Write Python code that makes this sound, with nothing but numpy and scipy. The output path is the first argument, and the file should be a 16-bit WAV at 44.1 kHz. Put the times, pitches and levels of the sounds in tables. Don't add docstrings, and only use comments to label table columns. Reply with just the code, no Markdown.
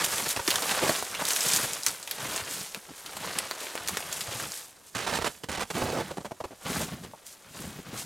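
import sys
import numpy as np
from scipy import signal
from scipy.io import wavfile

SR = 44100
rng = np.random.default_rng(int(sys.argv[2]) if len(sys.argv) > 2 else 0)


def wrap_up_sound(samples):
    columns = np.atleast_2d(samples).T
    tamed = np.clip(columns, -1, 1)
    steps = np.round(tamed * 32767).astype(np.int16)
    wavfile.write(sys.argv[1], SR, steps)


N = 355049
TIME = np.arange(N) / SR
TAPS = 2048
BIN_HZ = np.maximum(np.fft.rfftfreq(TAPS, 1 / SR), 1)
CUTOFF_HZ = 16000
CLOSE_FROM_S = 4.85


def from_db(db):
    return 10 ** (np.asarray(db) / 20)


def rms_one(x):
    return x / np.sqrt(np.mean(x ** 2) + 1e-20)


def in_time(rows):
    s, *columns = np.transpose(rows)
    return [np.interp(TIME, s, c) for c in columns]


def add(track, s, sound):
    at = max(round(s * SR), 0)
    track[at:at + len(sound)] += sound[:N - at]


def drift(rate, size):
    at = np.arange(size) * rate / SR
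    knots = rng.standard_normal(size // 40 + 4)
    return np.interp(at, np.arange(len(knots)), knots) * np.sqrt(3 / 2)


def shape_db(points):
    hz, db = np.transpose(points)
    return np.interp(np.log(BIN_HZ), np.log(hz), db)


def knock(db):
    cepstrum = np.fft.irfft(np.log(from_db(db)))
    cepstrum[1:TAPS // 2] *= 2
    cepstrum[TAPS // 2 + 1:] = 0
    response = np.fft.irfft(np.exp(np.fft.rfft(cepstrum)))
    return response / np.sqrt(np.sum(response ** 2))


def fractures(per_s, spread_db, size):
    chance = rng.random(size) * SR / per_s
    at = np.flatnonzero(chance < 1)
    rarity = np.minimum(-np.log(chance[at] + 1e-12), 4)
    clicks = np.zeros(size)
    clicks[at] = from_db(spread_db * rarity) * (-1) ** at
    return clicks


def grains(colour, per_s, spread_db, clump_db, clump_rate, hiss_db, shimmer_db):
    edges = np.geomspace(60, CUTOFF_HZ, 9)
    out = from_db(-2.0) * rms_one(fractures(per_s, spread_db, N))
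    for low, high in zip(edges, edges[1:]):
        octave = signal.butter(2, [low, high], "band", fs=SR, output="sos")
        breaks = rms_one(fractures(per_s / 2, spread_db, N))
        breaks = breaks + from_db(hiss_db) * rng.standard_normal(N)
        shimmer = from_db(shimmer_db * drift(clump_rate, N))
        out += signal.sosfilt(octave, breaks) * shimmer
    out *= from_db(clump_db * drift(clump_rate, N))
    return rms_one(signal.oaconvolve(out, knock(shape_db(colour)))[:N])


def walking(ticks_db=-8.5, packing_db=-2, crunch_db=-0.7, scrape_db=-0.8, cloth_db=-3, loose_snow_db=-3):
    # time in seconds, relative rustle level in dB.
    rustle = [(0, -39), (1.7, -42), (2.02, -48.5), (2.65, -50), (2.86, -51.5), (3.02, -48.5), (3.25, -45),
              (4.45, -46.5), (4.74, -59), (8.05, -55.5)]
    # frequency in Hz, relative level in dB per Hz.
    packing_colour = [(25, -28), (50, -8), (75, -1.5), (110, -0.5), (175, 3.5), (280, -3.5), (420, -11),
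                      (900, -29.5)]
    crust_colour = [(120, -19), (280, -6.5), (480, 0), (800, -.5), (1400, -1), (2400, -5.5), (4000, -7.5),
                    (8000, -18.5), (16000, -89)]
    scrape_colour = [(500, -23.5), (1600, -3.5), (3000, -1.5), (5000, 1), (7000, 3.5), (9200, 3.5),
                     (10200, 1), (13000, -2), (14200, -6), (16000, -15)]
    stir = from_db(in_time(rustle)[0]) ** 2
    packed, crushed = treading()
    crunch = np.sqrt(crushed + stir * from_db(loose_snow_db) ** 2)
    rub = np.sqrt(rubbing() + stir * from_db(cloth_db) ** 2)
    packing = grains(packing_colour, per_s=400, spread_db=3.0, clump_db=4.0, clump_rate=60,
                     hiss_db=-5, shimmer_db=2)
    crust = grains(crust_colour, per_s=700, spread_db=3.2, clump_db=1.3, clump_rate=130,
                   hiss_db=-3, shimmer_db=1.6)
    brush = grains(scrape_colour, per_s=1800, spread_db=4.2, clump_db=1.1, clump_rate=170,
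                   hiss_db=0, shimmer_db=1)
    ticks = (TIME < CLOSE_FROM_S) * twig_ticks()
    snow = from_db(packing_db) * np.sqrt(packed) * packing + from_db(crunch_db) * crunch * crust
    return snow + rub * (from_db(scrape_db) * brush + from_db(ticks_db) * ticks)


def treading(attack_s=0.017, release_s=0.046, pack_build_s=0.022):
    # start in seconds, time under load in seconds, relative levels of packing and crust in dB.
    boot_loads = [(0, 0.27, -48.5, -41), (.465, 0.12, -45, -37.5), (.61, .31, -48, -34),
                  (.93, 0.081, -46.5, -41.5), (1.08, 0.12, -53, -44.5), (1.18, 0.3, -54, -39),
                  (1.43, 0.18, -39.5, -36.5), (1.66, .11, -52, -43), (1.86, 0.02, -40.5, -37),
                  (2.07, 0.18, -59, -45.5), (2.169, 0.24, -46.5, -38), (2.45, .17, -50, -43),
                  (3.04, .14, -52, -48), (3.194, 0.23, -47.5, -38.5), (3.45, .28, -61, -43.5),
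                  (3.75, .46, -51.5, -43), (4.25, 0.19, -49.5, -40), (4.5, 0.13, -78, -53.5),
                  (4.942, .33, -44, -42), (5.49, 0.098, -46, -42), (5.728, .28, -39.5, -38.5),
                  (6.03, 0.075, -48, -46.5), (6.6, 0.049, -58, -51), (6.64, 0.11, -35.5, -36.5),
                  (6.74, 0.093, -30.5, -40.5), (6.87, 0.056, -35, -45.5), (6.96, .1, -46.5, -55),
                  (7.44, 0.056, -51, -57), (7.53, 0.14, -43, -48.5), (7.68, 0.11, -44.5, -50),
                  (7.84, .07, -44, -47), (7.92, 0.069, -41, -44)]
    packing, crust = np.zeros(N), np.zeros(N)
    t = TIME[:SR]
    for s, hold_s, pack_db, crust_db in boot_loads:
        load = np.minimum(t / attack_s, 1) * np.exp(-np.maximum(t - hold_s, 0) / release_s)
        build = 1 - np.exp(-t / pack_build_s)
        add(packing, s, (from_db(pack_db) * load * build) ** 2)
        add(crust, s, (from_db(crust_db) * load) ** 2)
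    return packing, crust


def rubbing(roundness=1.24):
    # hardest rub in seconds, rise in seconds, fall in seconds, relative level in dB.
    branches = [(0.045, 0.0067, 0.014, -23.5), (.17, 0.18, 0.1, -32.5), (0.314, 0.032, 0.017, -27.5),
                (.5, 0.031, .09, -31), (.7, 0.12, 0.11, -33.5), (.9, 0.11, .15, -33),
                (1.29, 0.053, 0.18, -31.5), (1.54, 0.18, 0.16, -28), (1.87, 0.028, 0.087, -37),
                (2.12, .03, 0.04, -52), (2.34, 0.21, 0.13, -38), (2.53, 0.056, 0.089, -36.5),
                (2.61, 0.082, 0.13, -40.5), (2.99, 0.03, 0.024, -47), (3.28, 0.19, 0.46, -44.5),
                (3.62, 0.029, 0.14, -43), (3.9, 0.065, 0.19, -44), (4.19, 0.13, 0.058, -38),
                (4.41, 0.18, 0.11, -39), (4.55, 0.073, 0.1, -40), (4.87, 0.027, .08, -53),
                (5.28, 0.16, 0.099, -47), (5.78, 0.081, 0.24, -43), (6.72, 0.058, 0.12, -38),
                (6.815, 0.06, 0.047, -37.5), (7.04, 0.018, 0.018, -48.5), (7.275, 0.019, 0.061, -45),
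                (7.6, 0.077, 0.15, -45.5), (7.99, 0.036, 0.059, -37.5)]
    power = np.zeros(N)
    for s, rise_s, fall_s, level_db in branches:
        away = np.maximum((s - TIME) / rise_s, (TIME - s) / fall_s)
        power += from_db(level_db) ** 2 * np.exp(-2 * np.minimum(away, 10) ** roundness)
    return power


def twig_ticks(per_s=260, spread_db=2.5, cycles=4, contact_s=0.00039, count=18):
    out, t = np.zeros(N), TIME[:SR // 200]
    for hz in np.geomspace(1300, 11000, count):
        r, w = np.exp(-np.pi * hz / (cycles * SR)), 2 * np.pi * hz / SR
        contact = rms_one(rng.standard_normal(len(t)) * np.exp(-t / contact_s))
        flicks = signal.oaconvolve(fractures(per_s / count, spread_db, N), contact)[:N]
        ringing = signal.lfilter([1, 0, -1], [1, -2 * r * np.cos(w), r * r], flicks + 1e-18)
        out += np.sqrt(1 - r) * ringing
    return rms_one(out)


def twig_zip(waver=0.077, waver_rate=SR / 41):
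    # time in seconds, mean ribs per second, relative level in dB.
    slide = [(1.11, 930, -70), (1.135, 1400, -42), (1.15, 2550, -36), (1.168, 3100, -40),
             (1.195, 3400, -44), (1.225, 4400, -48), (1.245, 4600, -70)]
    ribs_per_s, level_db = in_time(slide)
    phase = 2 * np.pi * np.cumsum(ribs_per_s * (1 + waver * drift(waver_rate, N))) / SR
    touching = (TIME > slide[0][0]) & (TIME < slide[-1][0])
    return touching * from_db(level_db + 2.6 * drift(400, N)) * np.sin(phase)


def slips(catch_rate=650, unevenness=.35, attack_s=0.00087, release_s=0.0044,
          surge_db=2.0, surge_rate=190, settle_db=-6, settle_hz=125, settle_s=0.0033):
    # start in seconds, length in seconds,
    # relative creak level in dB, creak pitch in Hz, relative grit level in dB.
    slip_rows = [(0, 0.023, -33.5, 1180, -30), (0.029, 0.013, -39, 900, -37),
                 (0.122, 0.02, -38, 1030, -33.5), (0.196, 0.0092, -36, 1050, -41),
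                 (.257, 0.013, -38.5, 860, -34), (0.362, 0.012, -31.5, 915, -31.5),
                 (.392, 0.0097, -31, 955, -37.5), (.477, 0.013, -35.5, 480, -29),
                 (0.537, 0.027, -36.5, 1060, -38), (0.709, 0.0088, -28.5, 1120, -26),
                 (0.769, .015, -34, 890, -35), (0.818, .019, -28, 540, -35), (0.846, 0.038, -33, 750, -36),
                 (0.891, 0.0072, -22, 543, -46.5), (1.21, 0.013, -30.5, 930, -36),
                 (1.626, 0.024, -37, 740, -35.5), (2.748, 0.031, -48.5, 760, -51),
                 (2.881, 0.038, -49.5, 336, -54), (4.949, 0.015, -36, 440, -34.5),
                 (4.964, 0.091, -41.5, 810, -38), (5.064, .028, -32, 1030, -35.5),
                 (5.093, 0.035, -37.5, 900, -37), (5.125, 0.0053, -29, 490, -38),
                 (5.134, .043, -33.5, 910, -32.5), (5.186, 0.0074, -29.5, 800, -38),
                 (5.213, 0.013, -32.5, 830, -35.5), (5.244, 0.034, -30.5, 780, -32.5),
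                 (5.435, 0.0084, -36.5, 510, -39), (5.486, 0.016, -34.5, 328, -37),
                 (5.515, .045, -39.5, 900, -38), (5.573, 0.0087, -33, 620, -37),
                 (5.594, 0.041, -35, 790, -35.5), (5.701, 0.012, -34, 684, -35),
                 (5.75, 0.073, -34, 470, -42.5), (5.815, 0.011, -28.5, 674, -40),
                 (5.828, .084, -35.5, 610, -48), (5.921, 0.046, -32.5, 510, -47),
                 (5.971, 0.046, -30.5, 506, -42.5), (6.106, 0.0099, -33.5, 570, -43),
                 (6.171, 0.013, -32.5, 494, -45), (6.205, 0.0091, -44, 620, -51),
                 (6.246, 0.02, -36.5, 640, -44.5), (6.309, 0.01, -35, 604, -49.5),
                 (6.401, 0.011, -33.5, 740, -47.5), (6.439, 0.015, -34.5, 720, -45.5),
                 (6.506, 0.029, -46, 474, -58.5), (6.803, 0.02, -33.5, 586, -43),
                 (7.033, 0.017, -42.5, 198.4, -50.5), (7.133, 0.0057, -40, 825, -69),
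                 (7.638, .016, -38.5, 220, -50), (7.786, 0.0075, -41.5, 310, -55),
                 (7.927, 0.023, -39, 200, -64)]
    # octaves off the pitch in widths, relative level in dB per octave.
    creak_shape = [(-6.5, -47.5), (-2, -13.5), (-1, -7.5), (-.5, -3), (0, 0), (.5, -2), (1, -11), (2, -22),
                   (4, -32), (25, -48)]
    # frequency in Hz, relative level in dB per Hz.
    grit_colour = [(300, -23.5), (1000, -2), (1800, -0.5), (2600, -1.5), (4500, -5), (8500, -8),
                   (12000, -16), (16000, -27)]
    out, t = np.zeros(N), TIME[:SR // 6]
    for s, length, level_db, pitch, shed_db in slip_rows:
        octaves = 1.8 * (705 / pitch) ** 0.83 * from_db(shed_db - level_db) ** 0.44
        load = np.minimum(t / attack_s, 1) * np.exp(-np.maximum(t - length, 0) / release_s)
        load = load * from_db(surge_db * drift(surge_rate, len(t)))
        catches = np.cumsum(np.exp(unevenness * rng.standard_normal(200)) / catch_rate)
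        strengths = np.exp(unevenness * rng.standard_normal(len(catches)))
        strengths = strengths * rng.choice([-1, 1], len(catches))
        pulses = np.histogram(catches, len(t), (0, t[-1]), weights=strengths)[0]
        body_db = np.interp(np.log2(BIN_HZ / pitch) / octaves, *np.transpose(creak_shape))
        body_db += 10 * np.log10(BIN_HZ ** 4 / (BIN_HZ ** 5 + 75 ** 5))
        creak = signal.fftconvolve(pulses * load, knock(body_db))
        crumbs = fractures(5000, 2.6, len(t))
        grit = signal.fftconvolve(crumbs * load, knock(shape_db(grit_colour)))
        filled = np.sqrt(length * SR / len(creak))
        slip = from_db(level_db) * rms_one(creak) + from_db(shed_db) * rms_one(grit)
        add(out, s, filled * slip)
        bump_hz = settle_hz * np.exp(0.29 * rng.standard_normal())
        bump = np.sin(2 * np.pi * bump_hz * t) * t / settle_s * np.exp(1 - t / settle_s)
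        add(out, s + length - settle_s / 2, from_db(level_db + settle_db) * min(octaves, 1) * bump)
    return out


def thuds():
    # start in seconds, relative level in dB, pitch in Hz, decay in seconds.
    impacts = [(.837, -26, 430, .004), (.481, -22, 337, 0.0023), (1.63, -39, 128, 0.01),
               (2.27, -43, 110, 0.0068), (2.42, -42, 94, 0.0055), (2.77, -43, 197, 0.004),
               (2.905, -40, 280, 0.003), (3.753, -26.5, 504, 0.00095), (4.28, -40, 105, 0.0081),
               (4.35, -39, 122, 0.0067)]
    out, t = np.zeros(N), TIME[:SR // 8]
    for s, level_db, pitch, decay_s in impacts:
        swing = t / decay_s * np.exp(1 - t / decay_s)
        add(out, s, from_db(level_db) * swing * np.sin(2 * np.pi * pitch * t))
    return out


def snaps(crack_s=0.00039, splinter_s=0.0055, skirt_db=24, top_hz=13500):
    # start in seconds, relative level in dB over 5 ms,
    # pitch in Hz, width in octaves, share of splintering from 0 to 1 (at least 0.05 is used).
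    twig_rows = [(.1825, -30, 3210, 0.61, 0.6), (.4773, -21, 4300, 0.7, 0.97), (0.5052, -22, 5830, .7, 0.3),
                 (.5131, -24.5, 3580, 0.36, .05), (0.5571, -21.5, 6330, 1, 0.96),
                 (.6221, -27, 2660, 2.1, 0.6), (.6941, -27, 2480, 0.83, 0), (0.8374, -26.5, 1200, 1.1, 0.9),
                 (.8945, -22, 1400, 2.6, 0.7), (0.951, -30.5, 3270, 1, .4), (0.9625, -33, 3890, 2.6, 0.3),
                 (1.0259, -27.5, 2200, 2.2, 0.08), (1.149, -30, 3640, 0.68, 0.7),
                 (1.201, -31.5, 1880, 0.59, 0.6), (1.2526, -26, 6420, 0.68, 0.5),
                 (1.2864, -26, 6580, 0.46, .3), (1.3063, -24, 6540, 1.1, .65),
                 (1.3336, -27, 6680, 0.32, .45), (1.363, -24.5, 6530, 0.7, 0.5),
                 (1.4066, -23.5, 7000, 0.38, 0.8), (1.434, -37, 5190, 1.2, 0.4),
                 (1.4863, -25, 6750, 0.22, 0.7), (1.5352, -20.5, 6450, 0.53, 0.3),
                 (1.5623, -21, 7060, .4, 0.4), (1.734, -27.5, 8250, 0.72, 0.1),
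                 (1.834, -29.5, 7200, 0.6, 0.4), (1.8642, -18, 6730, 0.48, 0.44),
                 (1.8662, -24.5, 5500, 1.04, 0.5), (1.8833, -27, 6500, .65, 0.9),
                 (2.0286, -35.5, 7060, 0.44, 0.4), (2.0758, -33, 4680, 1.25, 0.7),
                 (2.1117, -25.5, 7290, 1.06, 0.44), (2.3616, -27.5, 7140, 0.3, 0.5),
                 (2.377, -31.5, 3770, 0.79, 1), (2.7468, -30.5, 4000, 2.3, 0.27),
                 (3.0612, -35.5, 4770, 0.98, 1), (3.1678, -32, 2680, 1.8, 0.9),
                 (3.386, -24.5, 8900, 0.16, 0.6), (3.388, -24.5, 6800, 1.35, 0),
                 (3.5116, -27, 1500, 1.1, .1), (3.603, -35, 7000, .9, 0.95), (3.7542, -32, 1190, 1, 0.7),
                 (3.7774, -33, 1620, 1.1, .1), (3.876, -29, 6600, 0.75, 0.2), (3.885, -24.5, 6840, 1.3, .5),
                 (3.8934, -30, 4580, 3, 0.6), (3.971, -24, 3400, 1.4, 0.5), (4.005, -33.5, 3100, 1.3, 0.4),
                 (4.1268, -28, 6900, 0.81, 0.6), (4.208, -28.5, 4640, 0.65, 0.5), (4.4, -31, 3190, 1.2, .6),
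                 (4.5198, -33.5, 7500, 0.39, 0.2), (7.266, -42, 6720, .25, 0.4)]
    out, t = np.zeros(N), TIME[:SR // 30]
    for s, level_db, pitch, octaves, splintering in twig_rows:
        share = np.clip(splintering, .05, 1)
        crack = rng.standard_normal(len(t)) * np.exp(-t / crack_s)
        fibres = fractures(9000, 3.4, len(t)) * np.exp(-t / splinter_s)
        force = np.sqrt(1 - share) * rms_one(crack) + np.sqrt(share) * rms_one(fibres)
        hump = np.exp(-(np.log2(BIN_HZ / pitch) / octaves) ** 2 / 2) * pitch / BIN_HZ
        skirt = from_db(-skirt_db) * BIN_HZ / (BIN_HZ + pitch)
        modes_db = 2.2 * drift(SR / 41, len(BIN_HZ))
        radiated = 1 / (1 + (330 / BIN_HZ) ** 3) / (1 + (BIN_HZ / top_hz) ** 8)
        colour_db = 10 * np.log10((hump + skirt) * radiated) + modes_db
        sound = signal.fftconvolve(force, knock(colour_db))
        over_5_ms = np.sqrt(SR / 200 / len(sound))
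        add(out, s, from_db(level_db) * over_5_ms * rms_one(sound))
    return out


def wood(x, early_s=0.0093, late_db=-15, t60_s=0.12, size=8192):
    out, t = np.zeros(N), TIME[:SR // 3]
    decay = (np.exp(-t / early_s) + from_db(late_db - 60 * t / t60_s)) * (t > .002)
    no_bass = signal.butter(1, 500, "high", fs=SR, output="sos")
    for at in range(0, N, size):
        echoes = signal.sosfilt(no_bass, rng.standard_normal(len(t)) * decay)
        echoes = echoes / np.sqrt(np.sum(echoes ** 2))
        add(out, at / SR, signal.fftconvolve(x[at:at + size], echoes))
    return out


def place(x, pan_db, outer_share=0.39):
    middle = signal.sosfilt(signal.butter(1, [250, 2800], "band", fs=SR, output="sos"), x)
    lean = (from_db(pan_db) - 1) / (from_db(pan_db) + 1)
    return lean * (middle + outer_share * (x - middle))


def still_air(mid_db=-63, side_db=-68.5):
    # frequency in Hz, relative level in dB per Hz.
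    air_colour = [(25, -1), (90, 3.5), (250, 2.5), (550, 2.5), (1100, -3.5), (2000, -37), (4000, -29),
                  (9500, -14), (16000, -23)]
    noise = rng.standard_normal((2, N))
    air = signal.oaconvolve(noise, knock(shape_db(air_colour))[None])[:, :N]
    return from_db(mid_db) * air[0], from_db(side_db) * air[1]


def scene(wood_db=-14, near_wood_db=-9):
    # time in seconds, left minus right in dB (mid-range), sideways scatter gain in dB.
    positions = [(0, -1.4, -19), (.85, -1.5, -20), (1.3, -.3, -21), (2.5, 0, -26), (4.85, 0, -25),
                 (4.95, -6.8, -21), (5.25, -7, -21), (5.95, -3.2, -20), (6.7, -.1, -21), (8.05, 1.3, -20)]
    # frequency in Hz, relative level in dB.
    scatter_colour = [(60, 0), (500, -3), (1500, -9), (4000, -4), (8000, 3.5), (15000, 5)]
    pan_db, scatter_db = in_time(positions)
    twigs = snaps()
    steps = walking() + twig_zip() + slips() + thuds()
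    echo_gain = from_db(np.where(TIME < CLOSE_FROM_S, wood_db, near_wood_db))
    echo = echo_gain * wood(steps + from_db(5.5) * twigs)
    mid = from_db(1.14) * steps + twigs + echo
    scatter = signal.oaconvolve(wood(steps + twigs), knock(shape_db(scatter_colour)))[:N]
    side = place(mid, pan_db) + from_db(scatter_db) * scatter
    air_mid, air_side = still_air()
    mid = mid + air_mid
    side = side + air_side
    return np.array([mid + side, mid - side])


def record(dry):
    return signal.sosfilt(signal.ellip(10, .1, 80, CUTOFF_HZ, fs=SR, output="sos"), dry)


dry = scene()
out = record(dry)
wrap_up_sound(out)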